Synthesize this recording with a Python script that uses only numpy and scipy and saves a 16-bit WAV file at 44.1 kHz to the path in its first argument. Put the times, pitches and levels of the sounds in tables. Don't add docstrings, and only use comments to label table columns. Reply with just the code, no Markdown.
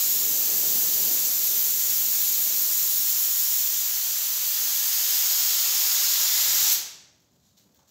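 import sys
import numpy as np
from scipy import signal
from scipy.fft import rfft, irfft, next_fast_len
from scipy.io import wavfile
from scipy.ndimage import uniform_filter1d, map_coordinates

SR = 44100
rng = np.random.default_rng(int(sys.argv[2]) if len(sys.argv) > 2 else 0)


def gain_from_decibels(decibels):
    exponent = np.asarray(decibels, float) / 20
    return 10 ** exponent


def unload_wav(signal):
    wavfile.write(
        sys.argv[1],
        SR,
        np.round(np.clip(np.atleast_2d(signal).T, -1, 1) * 32767).astype(np.int16),
    )


N = 348390

# (shutting time [s], time for the air left in the gun to fall by 60 dB [s])
AIR_VALVE = (6.732, 0.021)
# (time [s], air level at the nozzle [dB], paint fan opening [0-1], gap to panel [m])
PAINTER_HAND = [(0.0, -22, 0, .14), (0.2, -23.5, 0, 0.094), (0.4, -23.5, 0, 0.13), (0.82, -23, 0, 0.097),
                (1.2, -23, 0.01, 0.13), (2.8, -23.5, 0.04, 0.17), (3.5, -23.5, 0.08, 0.25),
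                (3.75, -25.5, 0.28, 0.37), (4.34, -27, 0.49, 0.75), (5.13, -24, 0.57, .4),
                (5.7, -25.5, 0.84, 0.59), (6.68, -25, 1, 0.18)]
# (frequency [Hz], relative density [dB per Hz])
RUMBLE_SPECTRUM = [(25, -30), (50, -11), (70, -2.5), (95, -5), (125, -5), (150, -3), (200, -4.5),
                   (320, -14.5), (600, -42)]


def gun():
    # (frequency [Hz], relative density [dB per Hz])
    fizz_spectrum = [(1000, -59.5), (2500, -29), (6000, -5), (11000, 1.5), (14800, -1), (15700, -0.5)]
    # (frequency [Hz], relative density [dB per Hz])
    roar_spectrum = [(150, -53), (400, -23), (1000, -13), (2500, -7.5), (3600, -1), (5000, 2), (7000, -3),
                     (12000, -3), (16000, -19.5)]
    roar_db, paint_adds_db = -8, 10
    spurt_db, spurt_s = 6, 0.06

    air_db, paint, _ = curves(PAINTER_HAND)
    air_db = air_db + 0.18 * wobble(7) + 0.083 * wobble(25)
    before_shutting_s = AIR_VALVE[0] - np.arange(N) / SR
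    spurt = spurt_db * np.clip(1 - before_shutting_s / spurt_s, 0, 1)
    fizz_gain = gain_from_decibels(air_db + spurt + 0.81 * wobble(400))
    fizz = fizz_gain * rush(fizz_spectrum, patchy_db=-0.86)
    roar_gain = gain_from_decibels(air_db + roar_db + paint_adds_db * paint + 0.41 * wobble(250))
    roar = roar_gain * rush(roar_spectrum, patchy_db=-0.2)
    return (fizz + roar) * after_shutting(AIR_VALVE[1])


def after_shutting(t60):
    return gain_from_decibels(-60 * np.clip(np.arange(N) / SR - AIR_VALVE[0], 0, None) / t60)


def bounced(x):
    # (time [s], extra path [m])
    detour = [(0.0, 0.256), (0.4, 0.224), (3.3, 0.25), (5.0, 0.21), (6.0, 0.198), (6.7, 0.18)]
    bounce_db, bounce_above_hz, sound_m_per_s = -13.5, 4200, 343
    late = np.arange(N) - curves(detour)[0] / sound_m_per_s * SR
    treble = filtered(x, lambda hz: hz ** 4 / (hz ** 4 + bounce_above_hz ** 4))
    reflection = map_coordinates(treble, [late], order=3, mode="mirror")
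    return x + gain_from_decibels(bounce_db) * reflection


def panel():
    # (frequency [Hz], width [Hz], relative level [dB])
    panel_modes = [(141, 44, -3), (218, 37, -1.5), (301, 37, -1.5), (331, 24, 0), (423, 98, -2.5),
                   (569, 43, 1), (665, 290, -4.5)]
    # (peak time [s], peak level [dB], rise [s])
    boom_moments = [(6.46, -58, .25), (6.61, -55.5, .2)]
    # (frequency [Hz], relative density [dB per Hz])
    boom_spectrum = [(60, -7), (105, -12), (140, 4.5), (180, -8), (300, -23.5)]
    near_m, drumming_db, buffet_db = 0.1, -46, -67
    drumming_loss_db, buffet_loss_db = 14, 5.5
    gusts_db = 1.5

    gap_m = curves(PAINTER_HAND)[2]
    doublings = np.log2(np.clip(gap_m, 0.01, None) / near_m)
    ringing = filtered(rng.standard_normal(N), resonances(panel_modes))
    shaking = unit(filtered(ringing, lambda hz: hz * hz / (hz * hz + 150 ** 2) / (1 + (hz / 800) ** 2)))
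    drumming_gain = gain_from_decibels(drumming_db - drumming_loss_db * doublings + gusts_db * wobble(5.5))
    buffet_gain = gain_from_decibels(buffet_db - buffet_loss_db * doublings + gusts_db * wobble(11))
    blast = drumming_gain * shaking + buffet_gain * rush(RUMBLE_SPECTRUM, patchy_db=-2.5)
    booms = swells(boom_moments, t60=0.55) * rush(boom_spectrum, patchy_db=2.0)
    return blast * after_shutting(1.0) + booms


def shelves(x):
    # (frequency [Hz], width [Hz], level [dB])
    shelf_modes = [(137, 8, 0), (594.6, 7.4, 7), (763, 3.6, 1.5), (818, 7.2, 6.5)]
    return filtered(x, resonances(shelf_modes))


def workshop(x):
    # (frequency [Hz], time to fall by 60 dB [s])
    room_decay = [(100, 0.7), (700, 0.88), (2000, 0.77), (5500, 0.62), (8000, 0.52), (12000, 0.37),
                  (16000, 0.27)]
    hz, t, z = signal.stft(x, SR, nperseg=256)
    energy = uniform_filter1d(np.abs(z) ** 2, size=3, axis=0)
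    kept = gain_from_decibels(-2 * 60 * t[1] / along(room_decay, hz))
    start = kept * energy[:, :30].mean(axis=1)
    stored = [signal.lfilter([1 - k], [1, -k], row, zi=[s])[0] for k, row, s in zip(kept, energy, start)]
    noise = signal.stft(resonant_noise(depth_db=1.5), SR, nperseg=256)[2]
    noise /= np.sqrt(np.mean(np.abs(noise) ** 2))
    return signal.istft(noise * np.sqrt(np.abs(stored)), SR, nperseg=256)[1][:N]


def resonant_noise(depth_db):
    z = signal.stft(rng.standard_normal(N), nperseg=2048)[2]
    field = uniform_filter1d(rng.standard_normal(z.shape), size=30, axis=1)
    return signal.istft(z * gain_from_decibels(depth_db * unit(field)), nperseg=2048)[1][:N]


def clicks():
    # (time [s], level [dB], ring frequency [Hz], snap relative to that level [dB])
    fitting_clicks = [(7.2024, -54, 5540, -20), (7.3204, -60, 6870, -18), (7.571, -53, 4550, -20),
                      (7.578, -48, 4630, -22), (7.5884, -54, 4530, -18), (7.5984, -51.5, 3900, -14),
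                      (7.6254, -59, 4100, -15), (7.7467, -56, 3800, -8), (7.7754, -58, 6560, -13),
                      (7.792, -54, 3600, -25), (7.792, -58, 900, -30), (7.8014, -57, 5530, -23),
                      (7.8874, -53, 6840, -17), (7.8924, -51.5, 5250, -18)]
    out, t = np.zeros(N + SR), np.arange(SR // 50) / SR
    snaps = np.diff(rng.standard_normal((len(fitting_clicks), len(t) + 3)), 3, axis=1) / np.sqrt(20)
    for (s, db, hz, snap_db), snap in zip(fitting_clicks, snaps):
        cycles = hz * t
        onset = 1 - np.exp(-cycles / 0.5)
        ring = np.sin(2 * np.pi * cycles) * onset * gain_from_decibels(-60 * cycles / 6)
        fading_snap = gain_from_decibels(snap_db - 60 * t / 0.006) * snap
        out[round(s * SR):][:len(t)] += 4 * gain_from_decibels(db) * (ring + fading_snap)
    return out[:N]


def background():
    # (frequency [Hz], relative density [dB per Hz])
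    rustle_spectrum = [(1500, -12), (2600, -7.5), (4000, 1), (7000, -3.5), (12000, -8), (16000, -18.5)]
    scuff_spectrum = [(300, -16), (600, 2), (1000, -3.5), (1600, -8.5), (2600, -19), (4000, -36.5)]
    shuffle_spectrum = [(120, -31.5), (190, -2), (300, -4.5), (450, -9), (650, -13.5), (1000, -33)]
    # (peak time [s], peak level [dB], rise [s])
    rustle_moves = [(7.205, -72, .005), (7.33, -73, .01), (7.47, -65, .12), (7.578, -61, .015),
                    (7.75, -67, .005), (7.795, -74, .01), (7.9, -61, 0.054)]
    scuff_moves = [(7.668, -75, .04), (7.752, -75, .01), (7.795, -69, .02), (7.83, -72, .03)]
    shuffle_moves = [(7.22, -72, .05), (7.34, -70, .05), (7.66, -66, 0.068)]
    rumble_db, rustle_db, scuff_db, shuffle_db = -70.5, -73.5, -77.5, -77.5

    rumble = gain_from_decibels(rumble_db) * rush(RUMBLE_SPECTRUM, patchy_db=0.0)
    rustle_gain = np.hypot(gain_from_decibels(rustle_db), swells(rustle_moves, t60=0.6)) * gain_from_decibels(2 * wobble(150))
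    rustle = rustle_gain * rush(rustle_spectrum, patchy_db=0.5)
    scuff_gain = np.hypot(gain_from_decibels(scuff_db), swells(scuff_moves, t60=0.6))
    scuff = scuff_gain * rush(scuff_spectrum, patchy_db=1.0)
    shuffle_gain = np.hypot(gain_from_decibels(shuffle_db), swells(shuffle_moves, t60=0.5))
    shuffle = shuffle_gain * rush(shuffle_spectrum, patchy_db=1.0)
    return rumble + rustle + scuff + shuffle


def rush(spectrum, patchy_db):
    z = signal.stft(rng.standard_normal(N), nperseg=512)[2]
    field = uniform_filter1d(rng.standard_normal(z.shape), size=8, axis=0)
    field = uniform_filter1d(field, size=10, axis=1)
    patchy = signal.istft(z * gain_from_decibels(patchy_db * unit(field)), nperseg=512)[1][:N]
    return unit(filtered(patchy, lambda hz: gain_from_decibels(along(spectrum, hz))))


def resonances(modes):
    def response(f):
        return sum((-1) ** k * gain_from_decibels(db) * 1j * f * w / (c * c - f * f + 1j * f * w)
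                   for k, (c, w, db) in enumerate(modes))
    return response


def swells(rows, t60):
    t = np.arange(N) / SR
    power = 0
    for s, db, rise in rows:
        power = power + gain_from_decibels(db + np.where(t < s, 20 * (t - s) / rise, 60 * (s - t) / t60)) ** 2
    return np.sqrt(power)


def wobble(rate):
    return map_coordinates(rng.standard_normal(int(N * rate / SR) + 4), [np.arange(N) * rate / SR])


def curves(rows):
    s, *cols = np.transpose(rows)
    return [np.interp(np.arange(N) / SR, s, c) for c in cols]


def along(points, hz):
    f, v = np.transpose(points)
    return np.interp(np.log(hz + 1), np.log(f + 1), v)


def filtered(x, response):
    m = next_fast_len(N + 8192)
    return irfft(rfft(x, m) * response(np.fft.rfftfreq(m, 1 / SR)), m)[..., :N]


def unit(x):
    return x / np.sqrt(np.mean(x ** 2) + 1e-20)


def scene():
    jet, near = bounced(gun()), clicks()
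    walls = workshop(gain_from_decibels(-1.5) * jet + gain_from_decibels(-4) * near) + shelves(jet)
    heard = gain_from_decibels(-5.5) * jet + walls + panel() + near + background()
    return np.array([heard, heard])


def band_limit(x):
    return signal.sosfilt(signal.butter(12, 17110, fs=SR, output="sos"), x)


def record(dry):
    # (frequency [Hz], gain [dB])
    port_response = [(20, -16.5), (100, 2.5), (300, 1), (5000, -1.5), (6900, 5.5), (8000, -2),
                     (9300, -12.5), (10800, -6), (12500, 2.5), (16000, 8)]
    top_hz, edge_hz = 15750, 25
    hiss = gain_from_decibels(-83) * rng.standard_normal(dry.shape)
    port = filtered(dry, lambda hz: gain_from_decibels(along(port_response, hz)))
    mix = filtered(port + hiss, lambda hz: 0.5 - 0.5 * np.tanh((hz - top_hz) / edge_hz))
    return band_limit(mix)


dry = scene()
out = record(dry)
unload_wav(out)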